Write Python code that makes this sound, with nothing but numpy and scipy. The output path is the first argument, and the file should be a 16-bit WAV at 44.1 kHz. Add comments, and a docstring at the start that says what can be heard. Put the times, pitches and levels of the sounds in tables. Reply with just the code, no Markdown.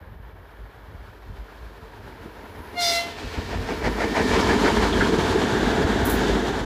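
"""An open railway line at the edge of a forest: a two-unit diesel locomotive passes a few metres away.
The rails sing ahead of it, exhaust puffs throb in the stacks and the firings knock on the engine room
walls. Rough wheels roar on the steel, and a worn tread pounds the rail once a turn. On the way in, the
air whistle gives one short, overblown toot that the trees scatter back; a valve spits air as the rear
unit goes by."""
import sys
import numpy as np
from scipy import signal
from scipy.fft import rfft, irfft, next_fast_len
from scipy.io import wavfile
from scipy.ndimage import uniform_filter1d, map_coordinates

SR = 44100
rng = np.random.default_rng(int(sys.argv[2]) if len(sys.argv) > 2 else 0)


def unload_audio(sound):
    """Save the sound as a 16-bit wav file, at the path given as the first command line argument."""
    columns = np.transpose(np.atleast_2d(sound))
    # keep every value between -1 and 1, then stretch to whole-number steps
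    steps = np.round(np.clip(columns, -1, 1) * 32767)
    wavfile.write(sys.argv[1], SR, steps.astype(np.int16))


N = 293265
TIME = np.arange(N) / SR
SPEED_M_PER_S, TRACK_DISTANCE_M = 17.0, 5.0
FRONT_S, REAR_S = 4.266, 6.3   # the first and the last bogie draw level
IN_VIEW_S, SWING_S = 4.403, 0.2   # the train's side is in view by then, after a swing this long
BLOW_FROM_S, BLOW_TO_S = 2.782, 2.982   # the whistle is at full pressure
FIRING_HZ = 80.85


def from_db(db):
    return 10 ** (np.asarray(db) / 20)


def rms_one(x):
    return x / np.sqrt(np.mean(x ** 2) + 1e-20)


def curve(rows):
    """Join (seconds, value) points with straight lines."""
    return np.interp(TIME, *np.transpose(rows))


def drift(per_s):
    """Random wander through this many points a second; rms 1."""
    knots = rng.standard_normal(4096)
    return rms_one(map_coordinates(knots, [TIME * per_s], order=1, mode="wrap"))


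def noise(spectrum):
    """Noise shaped by (Hz, dB) points, falling steeply outside them; rms 1."""
    hz, db = np.transpose(spectrum)
    size = next_fast_len(N, True)
    octave, points = np.log2(np.arange(size // 2 + 1) * SR / size + 1), np.log2(hz)
    outside = np.abs(octave - np.clip(octave, points[0], points[-1]))
    gain = from_db(np.interp(octave, points, db) - 34 * outside)
    return rms_one(irfft(rfft(rng.standard_normal(size)) * gain, size)[:N])


def bandpass(x, low_hz, high_hz, order=2):
    return signal.sosfilt(signal.butter(order, [low_hz, high_hz], "band", fs=SR, output="sos"), x)


def resonate(x, modes):
    """Ring parallel resonances of alternating sign; rms 1."""
    out = 0
    for k, (hz, width_hz, db) in enumerate(modes):
        r = np.exp(-np.pi * width_hz / SR)
        poles = [1, -2 * r * np.cos(2 * np.pi * hz / SR), r * r]
        ring = (1 - r * r) * signal.lfilter([1, 0, -1], poles, x + 1e-18)
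        out = out + (-1) ** k * from_db(db) * ring
    return rms_one(out)


def steady(x, seconds):
    """Even out the level over the given time."""
    return x / np.sqrt(np.abs(uniform_filter1d(x * x, int(seconds * SR))) + 1e-6)


def spike(at_s, rise_s, fall_s):
    """Exponential rise to a peak of 1 and exponential fall."""
    return np.exp(-np.minimum(np.maximum((at_s - TIME) / rise_s, (TIME - at_s) / fall_s), 40))


def surge(at_s, width_s):
    """A rounded rise and fall with a peak of 1."""
    return np.exp(-np.minimum(((TIME - at_s) / width_s) ** 2, 40))


def held(from_s, to_s, rise_db_per_s, fall_db_per_s):
    """Level in dB: attack, hold at 0 and release."""
    return -np.clip(np.maximum(rise_db_per_s * (from_s - TIME), fall_db_per_s * (TIME - to_s)), 0, 200)


def passing(from_s, to_s, loss_db):
    """Level in dB of a source that is alongside between two times; loss_db per doubling of distance."""
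    along_m = SPEED_M_PER_S * (TIME - np.clip(TIME, from_s, to_s))
    return -loss_db * np.log2(np.hypot(along_m, TRACK_DISTANCE_M) / TRACK_DISTANCE_M)


def train_level(db, loss_db, ease_db_per_s, head_on_db=0):
    """Level in dB of a sound spread over both units: offset while head-on, easing towards the tail."""
    head_on = np.clip((IN_VIEW_S - TIME) / SWING_S, 0, 1)
    ease_db = ease_db_per_s * np.maximum(TIME - FRONT_S, 0)
    return db + passing(FRONT_S, REAR_S, loss_db) - ease_db + head_on_db * head_on


def firings(wander, uneven_db):
    """One click for each cylinder stroke, uneven in timing and strength."""
    strokes = np.cumsum(FIRING_HZ * (1 + wander * drift(60))) / SR
    return np.diff(np.floor(strokes), prepend=0) * from_db(uneven_db * rng.standard_normal(N))


def still_air():
    """A faint, very high hiss hangs over the fields."""
    return from_db(-74) * noise([(9500, -47), (11000, -6), (13000, 18), (15300, 4)])


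# The ring of the rails and of the rear wheels. Each row: pitch in Hz, width in Hz, gain in dB.
RAIL_MODES = [(1800, 51, 15.5), (2310, 31, 10), (4660, 130, -8.5), (5220, 240, -5.5)]
REAR_WHEEL_MODES = [(687, 85, 6), (1626, 260, 2), (3640, 410, -11.5)]
# The rails' song builds ahead of the train. Each row: time in seconds, level in dB.
RAIL_SONG_LEVEL = [(0, -72), (2.0, -67), (2.7, -71), (3.2, -48), (3.8, -45.5), (4.35, -32), (4.8, -54),
                   (5.4, -53)]
def singing_steel():
    """The rolling contact keeps the rails and the rear unit's wheels ringing."""
    contact_band = [(650, 0), (5600, 0)]
    rails = from_db(curve(RAIL_SONG_LEVEL)) * resonate(noise(contact_band), RAIL_MODES)
    wheels_db = -31.5 + passing(from_s=5.5, to_s=6.1, loss_db=8)
    return rails + from_db(wheels_db) * resonate(noise(contact_band), REAR_WHEEL_MODES)


# The compressor's hollow hum. Each row: pitch in Hz, width in Hz, gain in dB.
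COMPRESSOR_MODES = [(123, 33, 6), (155, 46, -3.5)]
def compressor():
    """The air compressor shakes the rear unit with a dull, pulsing drone."""
    drone = resonate(firings(wander=0.3, uneven_db=6), COMPRESSOR_MODES)
    level_db = -39 + passing(from_s=5.5, to_s=6.6, loss_db=7.5)
    return from_db(level_db) * rms_one(bandpass(drone, 100, 200))


# One cooling fan on each unit. Each row: passing time in seconds, pitch in Hz, level alongside in dB.
FANS = [(4.8, 407.4, -30), (6.0, 414, -33)]
def fan(at_s, centre_hz, db):
    """A rough, wavering blade note that sinks in pitch as it passes."""
    doppler_share = 0.095
    along_m = SPEED_M_PER_S * (TIME - at_s)
    hz = centre_hz * (1 - doppler_share * along_m / np.hypot(along_m, TRACK_DISTANCE_M))
    phase = 2 * np.pi * np.cumsum(hz * (1 + 0.04 * drift(70))) / SR
    level_db = db + passing(at_s - 0.4, at_s + 0.4, loss_db=9)
    return from_db(level_db + 3.8 * drift(45)) * np.sin(phase)


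# The valve's bright hiss. Each row: frequency in Hz, relative level in dB.
VALVE_SPECTRUM = [(5000, -8), (7500, 2), (9300, -1), (10200, 7), (12500, 5), (15300, 7)]
# Its spits. Each row: time in seconds, peak level in dB.
SPITS = [(6.055, -31.5), (6.099, -30.5)]
def valve():
    """Compressed air escapes in two quick spits."""
    spits = sum(from_db(db) * spike(s, rise_s=0.0036, fall_s=0.036) for s, db in SPITS)
    return spits * noise(VALVE_SPECTRUM)


# Metallic accents. Each row: time in seconds, peak level in dB, ring in Hz.
CLANKS = [(1.483, -48, 1390), (3.84, -29, 1850), (4.41, -34.5, 5200), (4.495, -23, 1750),
          (4.656, -20, 1390), (4.927, -29, 3180), (5.007, -16.5, 1540), (5.043, -33.5, 3180)]
def clanks():
    """Sharp metallic clanks, several from the worn wheel striking the rail, each with its own pitch."""
    out = 0
    for s, db, hz in CLANKS:
        ring = steady(resonate(noise([(hz, 0)]), [(hz, 0.3 * hz, 0)]), seconds=0.0087)
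        out = out + from_db(db) * spike(s + 0.00057, rise_s=0.0014, fall_s=0.021) * ring
    return out


# The deep voice of the stacks. Each row: pitch in Hz, width in Hz, gain in dB.
STACK_MODES = [(51.6, 3.6, 0.5), (71, 35, 10), (114, 60, -6.5), (141, 29, -32)]
# The weight of their lowest mode. Each row: time in seconds, level against the other modes in dB.
LOW_MODE_LEVEL = [(0, 4), (1.5, 20), (2.1, 2), (3.3, -5), (3.6, 10), (4.3, 12), (4.7, 2), (5.3, -4),
                  (5.9, 10), (6.65, 3)]
# The rumble swells as the train nears. Each row: time in seconds, level in dB.
EXHAUST_LEVEL = [(0, -46), (1.1, -45.5), (2.0, -47), (3.1, -47), (3.55, -36.5), (4.15, -36.5), (4.3, -32.5),
                 (4.85, -28.5), (5.45, -32), (5.9, -29), (6.65, -33)]
# Single booms on top. Each row: time in seconds, peak level in dB, half length in seconds.
BOOMS = [(0.24, -50, .08), (0.63, -40, 0.034), (0.967, -46, 0.076), (1.303, -38, 0.047),
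         (1.415, -36, 0.025), (1.64, -40, 0.043), (2.6, -40, .02), (3.263, -30.5, 0.017),
         (3.383, -29, 0.017), (3.588, -30.5, 0.05), (3.88, -30, 0.073), (4.22, -30, 0.013),
         (4.33, -28, .03), (4.79, -28, 0.014), (4.997, -28, .02), (5.85, -27, 0.016), (6.037, -23.5, 0.011),
         (6.33, -26, 0.027)]
def exhaust():
    """Puffs from both engines boom in the stacks, throbbing at random."""
    puffs = firings(wander=0.25, uneven_db=5) + firings(wander=0.25, uneven_db=5)
    low_mode = from_db(curve(LOW_MODE_LEVEL)) * resonate(puffs, STACK_MODES[:1])
    rumble = bandpass(low_mode + resonate(puffs, STACK_MODES[1:]), 36, 220)
    throb = from_db(curve(EXHAUST_LEVEL) + 2 * drift(20))
    booms = sum(from_db(db) * surge(s, width_s) for s, db, width_s in BOOMS)
    return (throb + booms) * steady(rms_one(rumble), seconds=0.068)


# The boxy ring of the locomotive's body. Each row: pitch in Hz, width in Hz, gain in dB.
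BODY_MODES = [(131, 33, -10), (200.2, 29, -2), (244, 29.4, 0.5), (303, 35, 0), (377.6, 67, -2),
              (437, 60, -2)]
def engine_knock():
    """Firings shake the engine room walls in uneven surges; head-on, the cab screens them."""
    knocks = firings(wander=0.2, uneven_db=-0.5) + firings(wander=0.2, uneven_db=4)
    walls = resonate(rms_one(knocks) + 0.82 * rng.standard_normal(N), BODY_MODES)
    walls = steady(rms_one(bandpass(walls, 140, 540, order=3)), seconds=0.092)
    level_db = train_level(-23.5, loss_db=8, ease_db_per_s=0.8, head_on_db=-4.5)
    return from_db(level_db + 1.22 * drift(22)) * walls


# Low, weighty accents. Each row: time in seconds, relative strength in dB.
HEAVY_THUDS = [(2.255, -27.5), (2.918, -29), (3.065, -34), (3.872, -10), (4.247, -12), (4.376, -8),
               (4.503, -10.5), (4.537, -14), (4.9, -14), (5.092, -7.5), (5.134, -8), (5.184, -7.5),
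               (5.35, -7.5), (5.436, -11.5), (5.67, -5.5), (5.798, -9.5), (6.294, -11)]
def heavy_thuds():
    """Heavy thuds from the engines and the worn wheel make the locomotive's body ring."""
    thuds = sum(from_db(db) * spike(s + 0.0038, rise_s=0.0043, fall_s=0.011) for s, db in HEAVY_THUDS)
    body = bandpass(resonate(rng.standard_normal(N), BODY_MODES), 130, 520)
    return from_db(-8.5) * thuds * steady(rms_one(body), seconds=0.024)


# The colour of the wheels' roar and the rails' hiss when coming, alongside and leaving, and the
# sizzle on top. Each row: frequency in Hz, relative level in dB.
ROAR_COMING = [(76, -45), (130, -7.5), (161, -36), (241, -23), (279, -8), (370, 5), (434, 4), (632, 4.5),
               (815, -2.5), (945, 5.5), (1170, 0), (1730, -1), (2350, -17), (2620, -15), (3200, -11.5),
               (4160, -23), (7040, -120)]
ROAR_ALONGSIDE = [(88, -41), (150, -6), (226, 4.5), (328, -11.5), (397, -0.5), (561, -5.5), (697, -4),
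                  (772, -23), (889, -0.5), (1210, -7.5), (1450, -10.5), (1750, -9), (2020, -27),
                  (2610, -22), (3200, -14.5), (4160, -52), (7040, -120)]
ROAR_LEAVING = [(120, -13), (200, -8), (400, -6.5), (540, -4), (610, -8), (700, -5.5), (790, -6),
                (870, -3.5), (1000, -9.5), (1200, -11), (1720, -10), (2000, -15), (2500, -35), (3200, -34)]
HISS_COMING = [(1900, -8), (2500, 1.5), (3300, -1.5), (4300, -1.5), (5200, -6), (5900, -9.5), (7600, -13.5),
               (9000, -20)]
HISS_ALONGSIDE = [(2000, -2), (2700, -2), (3450, 1), (4200, -0.5), (5500, -5.5), (7300, -8.5), (8400, -15),
                  (10000, -17.5)]
HISS_LEAVING = [(2100, -5.5), (2600, -3.5), (3100, -0.5), (3550, 0.5), (4200, -3.5), (5300, -9),
                (7300, -10.5), (8300, -18), (10000, -21.5)]
SIZZLE_SPECTRUM = [(7000, -26), (9000, -9), (10500, 3), (12000, 0), (15000, -2.5)]
# The ring of the wheels. 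Each row: pitch in Hz, width in Hz, gain in dB.
WHEEL_MODES = [(767, 326, 0.5), (992, 190, 1), (1340, 330, -5.5), (1740, 500, -3.5), (2282, 174, -3.5)]
# The swell of the hiss that the rails carry. Each row: time in seconds, level in dB.
HISS_LEVEL = [(0, -71), (1.4, -60.5), (2.65, -57), (3.2, -43), (3.93, -44), (4.3, -34), (5.3, -34.5),
              (6.0, -36.5), (6.28, -34.5), (6.65, -40.5)]
def rolling():
    """Rough treads shake wheels and rails; the colour changes as the bogies come, draw level and leave."""
    arrived, gone = np.clip((TIME - 3.5) / 0.81, 0, 1), np.clip((TIME - 5.15) / 0.5, 0, 1)
    coming, near, leaving = np.sqrt([1 - arrived, arrived * (1 - gone), gone])
    roar = coming * noise(ROAR_COMING) + near * noise(ROAR_ALONGSIDE) + leaving * noise(ROAR_LEAVING)
    roughness = rng.standard_normal(N) * from_db(2.65 * drift(200))
    wheels = bandpass(resonate(roughness, WHEEL_MODES), 500, 2600)
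    hiss = coming * noise(HISS_COMING) + near * noise(HISS_ALONGSIDE) + leaving * noise(HISS_LEAVING)
    # Wheels radiate sideways, so they are weaker head-on.
    roar_db = train_level(-24.5, loss_db=5, ease_db_per_s=1.42, head_on_db=-8)
    ahead_m = SPEED_M_PER_S * np.maximum(FRONT_S - TIME, 0)
    air_loss_db = 0.16 * ahead_m   # the air swallows the sizzle on the way in
    sizzle_db = train_level(-54.5, loss_db=2.6, ease_db_per_s=2) - air_loss_db
    body = from_db(roar_db) * (from_db(-1) * roar + from_db(-5.5 - 4 * gone) * wheels)
    top = from_db(curve(HISS_LEVEL)) * hiss + from_db(sizzle_db) * noise(SIZZLE_SPECTRUM)
    judder = from_db(1.12 * drift(35))
    return judder * (body + top)


# The grind of the worn patch. Each row: frequency in Hz, relative level in dB.
GRIND_SPECTRUM = [(260, -41), (450, 4.5), (510, 0), (698, 3.5), (811, -3.5), (908, 2.5), (1260, -7.5),
                  (1440, -6), (1620, -7.5), (1790, -3), (2670, -12.5), (3520, -17.5), (4990, -18),
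                  (9000, -33.5), (11700, -48), (19800, -120)]
def worn_tread():
    """Once a turn a rough patch grinds on the rail and thuds into the bogie, until the train hides it."""
    turn_s, alongside_s = 0.1625, (4.055, 4.6)
    contacts_s = 4.022 + turn_s * np.arange(-12, 7)
    grinds = sum(surge(s, width_s=0.039) for s in contacts_s)
    thuds = sum(surge(s + 0.024, width_s=0.035) for s in contacts_s)
    grind_db = -23.5 + passing(*alongside_s, loss_db=10.5)
    thud_db = -26.5 + passing(*alongside_s, loss_db=7.5)
    grit = from_db(1.6 * drift(250))
    tread = noise(GRIND_SPECTRUM) + from_db(-6) * resonate(rng.standard_normal(N), WHEEL_MODES)
    bogie = resonate(rng.standard_normal(N), BODY_MODES)
    return from_db(grind_db) * grinds * grit * tread + from_db(thud_db) * thuds * bogie


def leak():
    """A thin hiss of air runs just ahead of the toot."""
    level_db = -63 + held(from_s=2.59, to_s=2.8, rise_db_per_s=70, fall_db_per_s=150)
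    return from_db(level_db) * noise(SIZZLE_SPECTRUM)


def forest_echo(toot, delay_s, doppler):
    """Trunks that the locomotive is leaving behind scatter the toot back: late, flat, thin and smeared."""
    source_s = BLOW_FROM_S + (TIME - BLOW_FROM_S - delay_s) * doppler
    lowered = map_coordinates(toot, [source_s * SR], order=3)
    lags_s = TIME[:SR // 4]
    trunks = rng.standard_normal(len(lags_s)) * np.exp(-lags_s / 0.046)
    smeared = signal.fftconvolve(lowered, trunks / np.linalg.norm(trunks))[:N]
    return bandpass(smeared, 2600, 3600)


# The toot sags a little. Each row: time in seconds, pitch in Hz.
WHISTLE_PITCH = [(2.75, 706), (2.795, 705), (2.83, 694), (2.87, 686), (2.93, 682), (2.98, 685), (3.1, 686)]
# Its bright edge. Each entry: relative level in dB, for harmonics 3 to 8.
OVERTONES = [-1, -6.5, -11, -2, -27, -28]
# The squeal and its combination tones, one whistle pitch apart, from four below it to two above.
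# Each entry: relative level in dB.
SQUEAL_TONES = [-11, -15, -3, -7, -2, -7, -15]
# The breath in the toot. Each row: frequency in Hz, relative level in dB.
RUSH_SPECTRUM = [(500, -10), (750, 4), (1100, -13), (1450, 1.5), (1750, -6), (2150, 13), (2600, -13),
                 (3500, 7.5), (4700, 8), (5700, 5.5), (7000, -0.5), (9000, -4), (15000, -9.5)]
def whistle():
    """Air sounds a pipe; at full pressure a high mode squeals along and mixes with the fundamental."""
    squeal_hz, robbed_db = 4945, 8   # the squeal robs the overtones
    tone_db = -27.5 + held(BLOW_FROM_S, BLOW_TO_S, rise_db_per_s=650, fall_db_per_s=127)
    overtone_db = -28 + held(BLOW_FROM_S, BLOW_TO_S, rise_db_per_s=650, fall_db_per_s=147)
    rush_db = held(from_s=2.812, to_s=2.96, rise_db_per_s=540, fall_db_per_s=165)
    overblown = from_db(held(from_s=2.828, to_s=2.915, rise_db_per_s=550, fall_db_per_s=600))
    phase = 2 * np.pi * np.cumsum(curve(WHISTLE_PITCH) * (1 + 0.003 * drift(500))) / SR
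    squeal_phase = 2 * np.pi * np.cumsum(squeal_hz * (1 + 0.0023 * drift(300))) / SR
    tone = np.sin(phase) + from_db(-13 + 2.2 * drift(70)) * np.sin(2 * phase)
    # At low pressure each higher harmonic loses a little more.
    dulling_db = 0.2 * np.minimum(rush_db + 6.5, 0)
    overtones = sum(from_db(db + k * dulling_db + 2 * drift(60)) * np.sin((k + 3) * phase)
                    for k, db in enumerate(OVERTONES))
    squeal = sum(from_db(db + 2 * drift(60)) * np.sin(squeal_phase + (k - 4) * phase)
                 for k, db in enumerate(SQUEAL_TONES))
    note = from_db(tone_db) * tone + from_db(overtone_db - robbed_db * overblown) * overtones
    pipe = note + from_db(-28) * overblown * squeal
    return np.sqrt(2) * pipe + from_db(-27.5 + rush_db) * noise(RUSH_SPECTRUM)


def scene():
    """Engines, running gear, whistle and valve, heard in mono from beside the track."""
    machinery = exhaust() + engine_knock() + heavy_thuds() + compressor() + sum(fan(*row) for row in FANS)
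    running_gear = singing_steel() + rolling() + worn_tread() + clanks()
    toot = whistle()
    echo = from_db(-14) * forest_echo(toot, delay_s=0.075, doppler=0.86)
    return (machinery + running_gear + leak() + toot + echo + valve() + still_air())[None]


def record(dry):
    """The top is cut steeply; the ends are eased over a few milliseconds."""
    cutoff_hz, fade_s = 15400, 0.004
    fade = np.clip(np.minimum(TIME, TIME[-1] - TIME) / fade_s, 0, 1)
    return signal.sosfilt(signal.ellip(12, 0.2, 80, cutoff_hz, fs=SR, output="sos"), dry * fade)


dry = scene()
out = record(dry)
unload_audio(out)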